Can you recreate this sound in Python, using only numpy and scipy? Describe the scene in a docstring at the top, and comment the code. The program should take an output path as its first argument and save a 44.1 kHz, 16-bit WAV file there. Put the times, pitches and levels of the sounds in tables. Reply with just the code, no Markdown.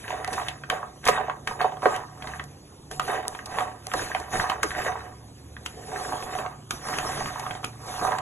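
"""Nuts stirred in a frying pan

Nuts are stirred with a wooden spatula in a pan on a stove, heard from close by in two channels.
Tumbling nuts are showers of small taps that ring the pan's modes; their sliding is coloured noise.
Spatula and larger nuts knock: a few woody cycles and a dry crack, with a brief ring of the pan.
Thin snaps are sharp pulses with a scatter of noise. Behind lie sparse kitchen echoes, broad noise,
a faint burner hiss and low hums that swell and fade."""
import sys
import numpy as np
from scipy import signal
from scipy.fft import rfft, irfft, next_fast_len
from scipy.io import wavfile
from scipy.ndimage import uniform_filter1d

SR = 44100
rng = np.random.default_rng(int(sys.argv[2]) if len(sys.argv) > 2 else 0)


def output_pcm(signal):
    """Save a mono or channel-first signal as 16-bit PCM at the path in sys.argv[1].

    Samples are clipped to [-1, 1] before scaling.
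    """
    pcm = np.clip(np.atleast_2d(signal).T, -1, 1) * 32767
    wavfile.write(sys.argv[1], SR, np.round(pcm).astype(np.int16))


N = 362061
STRIKE = 3000  # samples in one strike, contact or burst

# Relative spectrum of dry sliding, also used for the burner: frequency_hz, density_db (per Hz)
SLIDE_SPECTRUM = [(800, 10), (2000, -0.5), (5000, 2.5), (6000, 2.5), (8000, 0.5), (10500, 2), (11850, -5.5),
                  (12150, -66)]
# Relative spectrum of a dry crack or click: frequency_hz, density_db (per Hz)
CRACK_SPECTRUM = [(500, 9), (1200, 9), (2200, 13.5), (3200, 13), (4500, 2.5), (7000, -13)]


def tumbling():
    """Nuts tap low modes softly and upper modes hard with dry clicks, and hiss as they slide over the pan."""
    # Pitch around which soft taps ring the pan as the heap moves over it: time_s, pitch_hz
    heap_pitch = [(0.2, 760), (1.15, 786), (1.9, 720), (2.3, 920), (3.05, 604), (3.6, 850), (4.4, 880),
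                  (4.85, 790), (5.8, 433), (6.15, 786), (6.4, 865), (7.0, 970), (7.6, 850), (8.1, 890)]
    tumble_gain, tap_gain, hiss_gain = stirring()
    around_hz = np.interp(np.arange(N) / SR, *np.transpose(heap_pitch))
    soft, _ = taps(400, 300, 1560, contact_db=-4.5, around_hz=around_hz)
    hard, size = taps(260, 1550, 4000, contact_db=-4.5)
    clicks = signal.oaconvolve(size * rng.choice([-1., 1.], N), burst(0.0045))[:N]
    dry_clicks = gain_of(-16.5) * evened(colour(clicks, CRACK_SPECTRUM))
    body = tumble_gain * soft + tap_gain * (hard + dry_clicks)
    grains = gain_of(-15.5) * evened(colour(clicks, SLIDE_SPECTRUM))
    slide = noise(SLIDE_SPECTRUM, patchy_db=3.5) + grains
    return body, hiss_gain * slide


def stirring():
    """Gains of tumbling, hard taps and hiss: each surge climbs, holds and settles; powers add."""
    # Surges of stirring and of nuts scattering after knocks:
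    # start_s, rise_s, hold_s, tumbling_db, hard_taps_db, hiss_db
    surges = [(-0.13, 0.097, 0.16, -62, -44.5, -44.5), (0.02, 0.1, 0.082, -37.5, -48, -49),
              (0.232, 0.1, 0.07, -37, -38.5, -39), (0.42, 0.046, 0.016, -47, -43.5, -44),
              (0.688, 0.021, 0.0048, -31.5, -39.5, -40), (1.041, 0.029, 0.0066, -31, -27.5, -30),
              (1.095, 0.041, 0.046, -29, -37, -66), (1.464, 0.013, 0.048, -36.5, -45.5, -43),
              (1.578, 0.027, 0.014, -33.5, -36.5, -41.5), (1.797, 0.037, 0.12, -32.5, -42, -40.5),
              (2.107, 0.13, 0.12, -43.5, -49.5, -47), (2.905, 0.0079, .005, -43, -65, -38),
              (3, 0.019, 0.075, -39, -50, -40), (3.047, 0.03, 0.069, -29.5, -36.5, -41.5),
              (3.258, 0.014, 0.08, -48, -49.5, -46), (3.437, 0.15, 0.004, -31.5, -37.5, -36),
              (3.847, 0.13, 0.053, -39, -41, -33.5), (4.057, 0.034, 0.12, -41, -44.5, -44.5),
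              (4.289, 0.046, 0.074, -31.5, -35, -33.5), (4.467, 0.026, .005, -32, -39.5, -41),
              (4.617, 0.013, 0.085, -59, -64, -39), (4.709, 0.073, 0.085, -31.5, -34.5, -39.5),
              (4.96, 0.012, 0.074, -42, -48.5, -54), (5.648, 0.0065, 0.0092, -69, -58, -44),
              (5.62, 0.35, .115, -37.5, -48.5, -39), (6.007, 0.11, 0.13, -42, -52, -40),
              (6.186, 0.14, 0.069, -34.5, -43, -41), (6.691, 0.023, 0.027, -61, -58, -37.5),
              (6.782, 0.088, 0.31, -36.5, -43.5, -35.5), (7.077, 0.13, 0.079, -43.5, -43, -38.5),
              (7.287, 0.042, 0.21, -42.5, -48, -44.5), (7.612, 0.032, 0.0082, -48, -53, -41),
              (7.76, 0.13, 0.18, -38.5, -49.5, -37.5), (7.96, 0.07, 0.086, -29.5, -40, -38.5)]
    # Fall after a surge (dB per second): tumbling, hard_taps, hiss
    settle_db_per_s = [106, 128, 158]
    # Level between surges, as nuts keep rocking faintly: tumbling_db, hard_taps_db, hiss_db
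    resting_levels = [-82.5, -90, -56.5]
    rise_db = 20  # climb of the level over one rise time
    t = np.arange(0, N + 64, 64) / SR
    start, rise, hold, *levels = np.transpose(surges)[:, :, None]
    climb_db = rise_db * np.minimum((t - start) / np.maximum(rise, .005) - 1, 0)
    after_s = np.maximum(t - start - rise - np.maximum(hold, 0), 0)
    gains = []
    for db, fall, rest_db in zip(levels, settle_db_per_s, resting_levels):
        surge_power = (gain_of(db + climb_db - fall * after_s) ** 2).sum(0)
        power = surge_power + gain_of(rest_db) ** 2
        gains.append(np.interp(np.arange(N) / SR, t, np.sqrt(power)))
    return gains


def taps(per_s, low_hz, high_hz, contact_db, around_hz=None):
    """Small taps of uneven size, clumped in time, each a short contact that rings a narrow group of modes."""
    spread_octaves = 0.75  # distance from the moving pitch at which taps are 6 dB weaker
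    clumps = gain_of(4.0 * evened(uniform_filter1d(rng.standard_normal(N), size=800)))
    happens = rng.random(N) < per_s * clumps / SR  # per_s sets the density before clumping
    size = gain_of(2.33 * np.minimum(rng.exponential(1, N), 2.6)) * happens
    place, centres = rng.integers(0, 30, N), np.geomspace(low_hz, high_hz, num=30)
    if around_hz is not None:
        distance = np.log2(centres[place] / around_hz) / spread_octaves
        size = size * gain_of(-6 * distance ** 2)
    out = 0
    for k, hz in enumerate(centres):
        ring = pan_ring(hz, 0.61, 0.67, rise=0.00095)
        strike = ring + gain_of(contact_db) * abs(ring).max() * contact(hz, turns=1.67)
        out = out + signal.oaconvolve(size * (place == k), strike)[:N]
    return evened(out), size


def knocks():
    """Spatula and larger nuts: a few woody cycles and a dry crack, with a brief ring of the pan."""
    # Knocks: time_s, level_db, pitch_hz, crack_db and ring_db (both relative to the level)
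    knock_list = [(0.08, -27.5, 1860, -8.5, -16), (0.105, -18, 1030, -16.5, -26),
                  (0.126, -17, 697, -32, -35), (0.245, -21.5, 1910, -16.5, -2),
                  (0.278, -25.5, 725, -10.5, 0), (0.327, -22, 1170, -36, -14), (0.379, -20.5, 1180, -35, 1),
                  (0.415, -23, 750, -15, -3), (0.484, -10, 3470, -19.5, -13), (0.636, -28.5, 1770, -12, 0),
                  (0.7, -16, 1420, -6, -0.5), (0.726, -18, 695, -36, -3), (0.829, -18, 1120, -39, -8.5),
                  (1.041, -32, 1850, -5.5, -13), (1.055, -28.5, 1740, -5, -21), (1.067, -23, 1760, 1, -6),
                  (1.076, -24, 1880, -0.5, -2), (1.0844, -4.5, 1200, -17, -4), (1.087, -7, 526, -18, -18),
                  (1.145, -21, 1100, -21, 0), (1.181, -17.5, 915, -24, -8), (1.199, -16.5, 970, -28, -18),
                  (1.281, -20, 780, -30, -7), (1.297, -14.5, 1166, -22.5, -5), (1.473, -19, 1960, -10, 1),
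                  (1.51, -20, 1070, -28, -10), (1.605, -16, 1230, -28, 2), (1.613, -11, 774, -16.5, -14),
                  (1.644, -11.5, 730, -35, -0.5), (1.721, -27.5, 760, -19, 4),
                  (1.769, -25.5, 795, -23, -2.5), (1.82, -20.5, 1100, -21, -16), (1.83, -20, 940, -33, 0),
                  (1.856, -7.5, 1086, -21.5, 2), (1.857, -3.5, 483, -30, -6), (1.961, -24, 600, -12, -21),
                  (2.223, -32.5, 1800, -4, -27), (2.272, -28, 1800, -6, -10), (2.336, -27, 1800, -38, -1),
                  (2.396, -29, 1740, -7.5, 5), (2.912, -26, 1700, -20, -1), (2.996, -13.5, 1200, -12, -4),
                  (3.201, -24, 695, -32, -18), (3.251, -27.5, 780, -18, -1), (3.319, -30, 920, -26, -15),
                  (3.349, -20, 1140, -19.5, -9), (3.39, -26.5, 1800, -18, -3), (3.547, -20, 840, -41, -19),
                  (3.585, -12, 860, -16, -16), (3.606, -18.5, 884, -18, 0), (3.867, -26, 750, -13, -7),
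                  (3.916, -25, 1320, -11, -3), (3.937, -7, 1230, -29, -7.5), (3.941, -16.5, 548, -40, -21),
                  (3.95, -28, 340, -40, -12), (3.993, -19, 1760, -35, -8), (4.1, -24, 740, -26, -7),
                  (4.116, -24.5, 1800, -35, 1), (4.13, -30, 1820, -27, -14), (4.148, -14, 790, -13, -8),
                  (4.327, -21, 1800, -40, -8), (4.354, -20.5, 1770, -36, -4), (4.398, -11.5, 1800, -21, -6),
                  (4.441, -24, 1120, -25, 6.5), (4.498, -14.5, 1220, -10.5, -6),
                  (4.517, -12, 1160, -24, -9), (4.631, -7.5, 1520, -20, -9), (4.637, -18, 470, -43, -7.5),
                  (4.649, -22.5, 354, -36, -20), (4.706, -21.5, 1820, -16, -7),
                  (4.716, -22.5, 1800, -37, -3), (4.75, -18, 1870, -34, -6), (4.861, -16.5, 590, -35, -6),
                  (4.955, -18, 1010, -47, -13), (5.566, -26, 1800, -16, -17),
                  (5.661, -16.5, 3020, -13.5, -25), (5.918, -27, 850, -39, -3), (5.96, -26.5, 1900, -32, 3),
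                  (6.048, -35, 1430, -44.5, 10), (6.122, -16.5, 906, -34, -6), (6.225, -28, 1530, -11, -9),
                  (6.351, -18, 794, -20, -6.5), (6.388, -26, 770, -10, -5), (6.45, -18.5, 1200, -37, -14),
                  (6.462, -24.5, 800, -15, 0.5), (6.708, -17, 1370, -11, -9), (6.885, -18, 1160, -30, -25),
                  (6.938, -32, 1500, 3, -12), (6.985, -24, 1800, -1.5, -11), (7.206, -20.5, 864, -20, -4),
                  (7.258, -19, 1170, -14.5, -14), (7.282, -29, 1870, -29, -3), (7.358, -19, 1000, -40, -9),
                  (7.395, -19, 930, -30, -18), (7.437, -20.5, 1010, -34, -16),
                  (7.464, -18.5, 1180, -20.5, -4.5), (7.509, -22, 1610, -11, -6),
                  (7.551, -24.5, 950, -16, -7), (7.631, -26, 1050, -25, -3), (7.643, -27, 1210, 0, -7),
                  (8.119, -13.5, 1070, -21, -5), (8.161, -17.5, 1050, -26, -11),
                  (8.184, -18, 1190, -16, -2)]
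    out, cracks = np.zeros((2, N + STRIKE))
    t = np.arange(STRIKE) / SR
    for s, level_db, hz, crack_db, ring_db in knock_list:
        at = slice(round(s * SR), round(s * SR) + STRIKE)
        ring = pan_ring(hz, 0.68, 0.75, rise=0.0008)
        ring = gain_of(ring_db) * ring / abs(ring).max()
        wood = gain_of(-7.0) * contact(hz, turns=2.6)
        out[at] += gain_of(level_db) * (wood + ring)
        onset = 1 - np.exp(-t / 0.00086)
        cracks[at] += gain_of(level_db + crack_db) * burst(0.013) * onset
    return (out + gain_of(8.5) * colour(cracks, CRACK_SPECTRUM))[:N]


def pan_ring(centre_hz, octaves, damping, rise):
    """The pan struck at one place: modes near the contact pitch answer most; soft contact rises slowly (s)."""
    # Modes of the loaded pan before shift, scatter and damping: frequency_hz, level_db, t60_s
    pan_modes = [(180, -20, 0.022), (253, -21, 0.38), (327, -5, 0.061), (403, -2.5, 0.15),
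                 (455.4, -0.5, 0.1), (609, -3.5, 0.11), (735.2, 2, 0.1), (850, -4.5, 0.079),
                 (1011, -2, 0.046), (1130.5, 3.5, 0.05), (1235, -2.5, 0.043), (1370, 3.5, 0.018),
                 (1576, 2.5, 0.049), (1800, -4, 0.072), (1884, 2.5, 0.041), (2253, -9.5, 0.059),
                 (2593, -5, 0.05), (3015, -14, 0.16), (3706, -12, 0.11)]
    load_shift = .007  # typical share by which nuts lying on the pan shift a mode
    hz, db, t60 = np.transpose(pan_modes)[:, :, None]
    t = np.arange(STRIKE) / SR
    level, sign, shift = rng.standard_normal((len(pan_modes), 3)).T[:, :, None]
    hz = hz * (1 + load_shift * shift)
    near_db = -6 * (np.log2(hz / centre_hz) / octaves) ** 2
    envelope = gain_of(db + near_db + 1.38 * level - 60 * t / (t60 * damping))
    modes = np.sign(sign) * envelope * np.sin(2 * np.pi * hz * t)
    return modes.sum(0) * (1 - np.exp(-(t / rise) ** 2))


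def contact(hz, turns):
    """Woody contact that swells for a few cycles (turns) and dies, sagging in pitch."""
    sag = 0.064  # fall of the pitch per cycle, as a share of hz
    u = hz * np.arange(STRIKE) / SR
    cycles = u + sag * u * (turns - u / 2)
    return np.sin(2 * np.pi * cycles) * (u / turns) ** 2 * np.exp(2 - 2 * u / turns)


def snaps():
    """Nut on nut and wood on metal: a sharp pulse and a brief wide scatter, too thin to wake the room."""
    # Thin snaps: time_s, level_db (relative), t60_s of the scatter (kept to at least 0.002)
    snap_list = [(0.2464, -29, 0.0095), (0.2766, -32.5, 0.014), (0.3295, -33.5, 0.095), (0.484, -35, 0.045),
                 (0.6998, -25.5, 0.013), (1.053, -29, 0.039), (1.076, -21, 0.021), (1.0852, -22.5, 0.077),
                 (1.4747, -30.5, 0.021), (1.964, -29.5, 0.0057), (2.44, -36.5, 0.016), (2.9134, -33, .012),
                 (2.9966, -32, 0.027), (3.2813, -11.5, 0.0013), (3.458, -34, 0.04), (3.869, -20.5, 0.0053),
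                 (3.937, -29.5, 0.028), (4.2002, -36, 0.021), (4.498, -34, 0.032), (4.6308, -22, 0.046),
                 (5.661, -32.5, 0.033), (6.708, -26, 0.028), (6.886, -38, 0.022), (6.986, -25.5, 0.012),
                 (7.396, -35.5, 0.037), (7.6462, -28, 0.017), (8.05, -32.5, 0.021), (8.186, -33, 0.02)]
    # Relative spectrum of a snap: frequency_hz, density_db (per Hz)
    snap_spectrum = [(600, -35), (2000, -12), (4000, -1.5), (8000, -2.5), (10500, -4.5), (12500, -20)]
    apart = 0.62  # amplitude of the scatter private to each channel, against the shared scatter
    out = np.zeros((2, N + STRIKE))
    for s, level_db, t60 in snap_list:
        shared, left, right = (burst(max(t60, .002)) for _ in range(3))
        click = gain_of(-1.5) * (shared + apart * np.array([left, right]))
        click[:, :2] += (2.6, -1.6)
        # Mixing in the previous sample tilts the treble: the briefest snaps are brightest
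        tilt = rng.uniform(-.3, .3) - np.exp(-t60 / .006)
        click[:, 1:] += tilt * click[:, :-1]
        out[:, round(s * SR):][:, :STRIKE] += gain_of(level_db) * click
    return gain_of(9.0) * colour(out, snap_spectrum)[:, :N]


def burst(t60):
    """A puff of noise that starts at once and dies by 60 dB in t60 seconds."""
    return rng.standard_normal(STRIKE) * gain_of(-60 * np.arange(STRIKE) / SR / t60)


def kitchen(x):
    """Sparse echoes of random sign, one in every 20 samples, each band dying at its own speed."""
    # Decay of the kitchen: frequency_hz, t60_s
    room_decay = [(300, 0.014), (800, 0.26), (3000, 0.12), (10000, 0.096)]
    echoes = np.zeros((2, 22000))
    at = np.arange(100, 21900, 20) + rng.integers(0, 20, (2, 1090))
    np.put_along_axis(echoes, at, rng.choice([-1., 1.], at.shape), 1)
    hz, t, z = signal.stft(echoes, SR, nperseg=256)
    decay = gain_of(-60 * t / read(room_decay, hz)[:, None])
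    tail = signal.istft(z * decay, SR, nperseg=256)[1]
    return signal.fftconvolve(x[None], tail / np.linalg.norm(tail[0]), axes=1)[:, :N]


def background():
    """Broad kitchen noise, faint burner hiss and low hums whose pitch and level waver a little."""
    # Relative spectrum of the kitchen noise: frequency_hz, density_db (per Hz)
    air_spectrum = [(20, -32), (45, -14.5), (60, 0.5), (110, -2), (170, -5.5), (280, -5.5), (510, -12),
                    (700, -50), (1200, -25), (1800, -55), (5000, -46.5)]
    # Low hums of the kitchen: pitch_hz, wavering_hz
    hums = [(73, 2.86), (112, 2.24), (142, 2.18)]
    # Swell and fade of the hums, before their flutter: time_s, first_db, second_db, third_db
    hum_swell = [(0, -58, -55, -68), (0.5, -43.5, -54, -46.5), (0.85, -90, -63, -54.5),
                 (1.14, -47, -62, -46), (1.4, -62, -52.5, -54), (2.45, -52, -54, -45.5),
                 (2.7, -66, -78, -67), (2.97, -58, -57, -41.5), (3.7, -56, -50, -89), (4, -58, -47.5, -44),
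                 (4.2, -51, -64, -60), (4.9, -46.5, -47, -52.5), (5.6, -47.5, -51, -56.5),
                 (7.2, -57, -51.5, -44), (7.5, -55, -45.5, -49.5), (8.21, -59, -48, -47.5)]
    out = gain_of(-50) * noise(air_spectrum, patchy_db=0)
    out += gain_of(-58) * noise(SLIDE_SPECTRUM, patchy_db=-4.5)  # burner
    s, *levels = np.transpose(hum_swell)
    for (hz, waver_hz), db in zip(hums, levels):
        drift, flutter = evened(uniform_filter1d(rng.standard_normal((2, N)), size=6000))
        level_db = np.interp(np.arange(N) / SR, s, db) + 2 * flutter
        phase = 2 * np.pi * np.cumsum(hz + waver_hz * drift) / SR
        out += gain_of(level_db) * np.sin(phase)
    return out


def noise(points, patchy_db):
    """Two partly alike channels of noise with patches that drift in time and frequency."""
    # Likeness of the noise in the two channels: frequency_hz, likeness (0 to 1)
    channel_likeness = [(130, 1.), (270, 1), (600, 0.83), (1300, 0.1), (2700, 1), (6000, 1), (12000, 0.99)]
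    frames, hz = N // 128 + 5, np.fft.rfftfreq(512, 1 / SR)
    a, b, c, d, patches = rng.standard_normal((frames, 257, 5)).T
    patches = uniform_filter1d(patches, size=6, axis=0)
    patches = evened(uniform_filter1d(patches, size=14, axis=1))
    same = np.clip(read(channel_likeness, hz), 0, 1)[:, None]
    left = a + 1j * b
    right = same * left + np.sqrt(1 - same ** 2) * (c + 1j * d)
    z = np.array([left, right]) * gain_of(patchy_db * patches)
    channels = signal.istft(z, nperseg=512, noverlap=384)[1][:, :N]
    return evened(colour(channels, points))


def colour(x, points):
    """Filters along the last axis by a spectrum in dB."""
    size = next_fast_len(x.shape[-1])
    gain = gain_of(read(points, np.fft.rfftfreq(size, 1 / SR)))
    return irfft(rfft(x, size) * gain, size)[..., :x.shape[-1]]


def read(points, hz):
    """Reads a table between its points along a logarithmic frequency scale."""
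    f, value = np.transpose(points)
    return np.interp(np.log(hz + 1), np.log(f + 1), value)


def evened(x):
    """Scales to an RMS of one."""
    return x / np.sqrt(np.mean(x ** 2) + 1e-20)


def gain_of(db):
    """Turns dB into an amplitude factor."""
    return np.exp(np.asarray(db) * np.log(10) / 20)


def scene():
    """Tumbling and knocks wake the kitchen's echoes; snaps, sliding and background join without echoes."""
    body, slide = tumbling()
    near = body + knocks()
    return near + gain_of(-7.0) * kitchen(near) + snaps() + slide + background()


def record(dry):
    """The channels differ in phase and level; then the band limit."""
    # Stepped phase lead of left over right: frequency_hz, lead_rad
    left_lead = [(0, 0), (170, 0), (330, -.6), (520, -.6), (1300, .2), (1980, .5), (2580, 1.8), (3620, 1.7),
                 (4220, 3.1), (5430, 3.3), (6200, 6.3), (7490, 6.4), (8350, 9.4), (9560, 9.5),
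                 (10400, 12.5), (12000, 12.6), (12500, 15.7)]
    # Level of left over right: frequency_hz, level_db
    left_over_right = [(250, -1.5), (400, -1), (640, -4.5), (1150, -4.5), (1800, -0.5), (3770, -0.5)]
    size = next_fast_len(N + 4096)
    hz = np.fft.rfftfreq(size, 1 / SR)
    f, lead = np.transpose(left_lead)
    # Each channel takes half the difference, in opposite directions
    half = gain_of(read(left_over_right, hz) / 2) * np.exp(.5j * np.interp(hz, f, lead))
    channels = irfft(rfft(dry, size) * np.array([half, 1 / half]), size)[:, :N]
    low_pass = signal.firwin(255, 12700, window=("kaiser", 7), fs=SR)  # edge in Hz
    return signal.oaconvolve(channels, low_pass[None], "same")


dry = scene()
out = record(dry)
output_pcm(out)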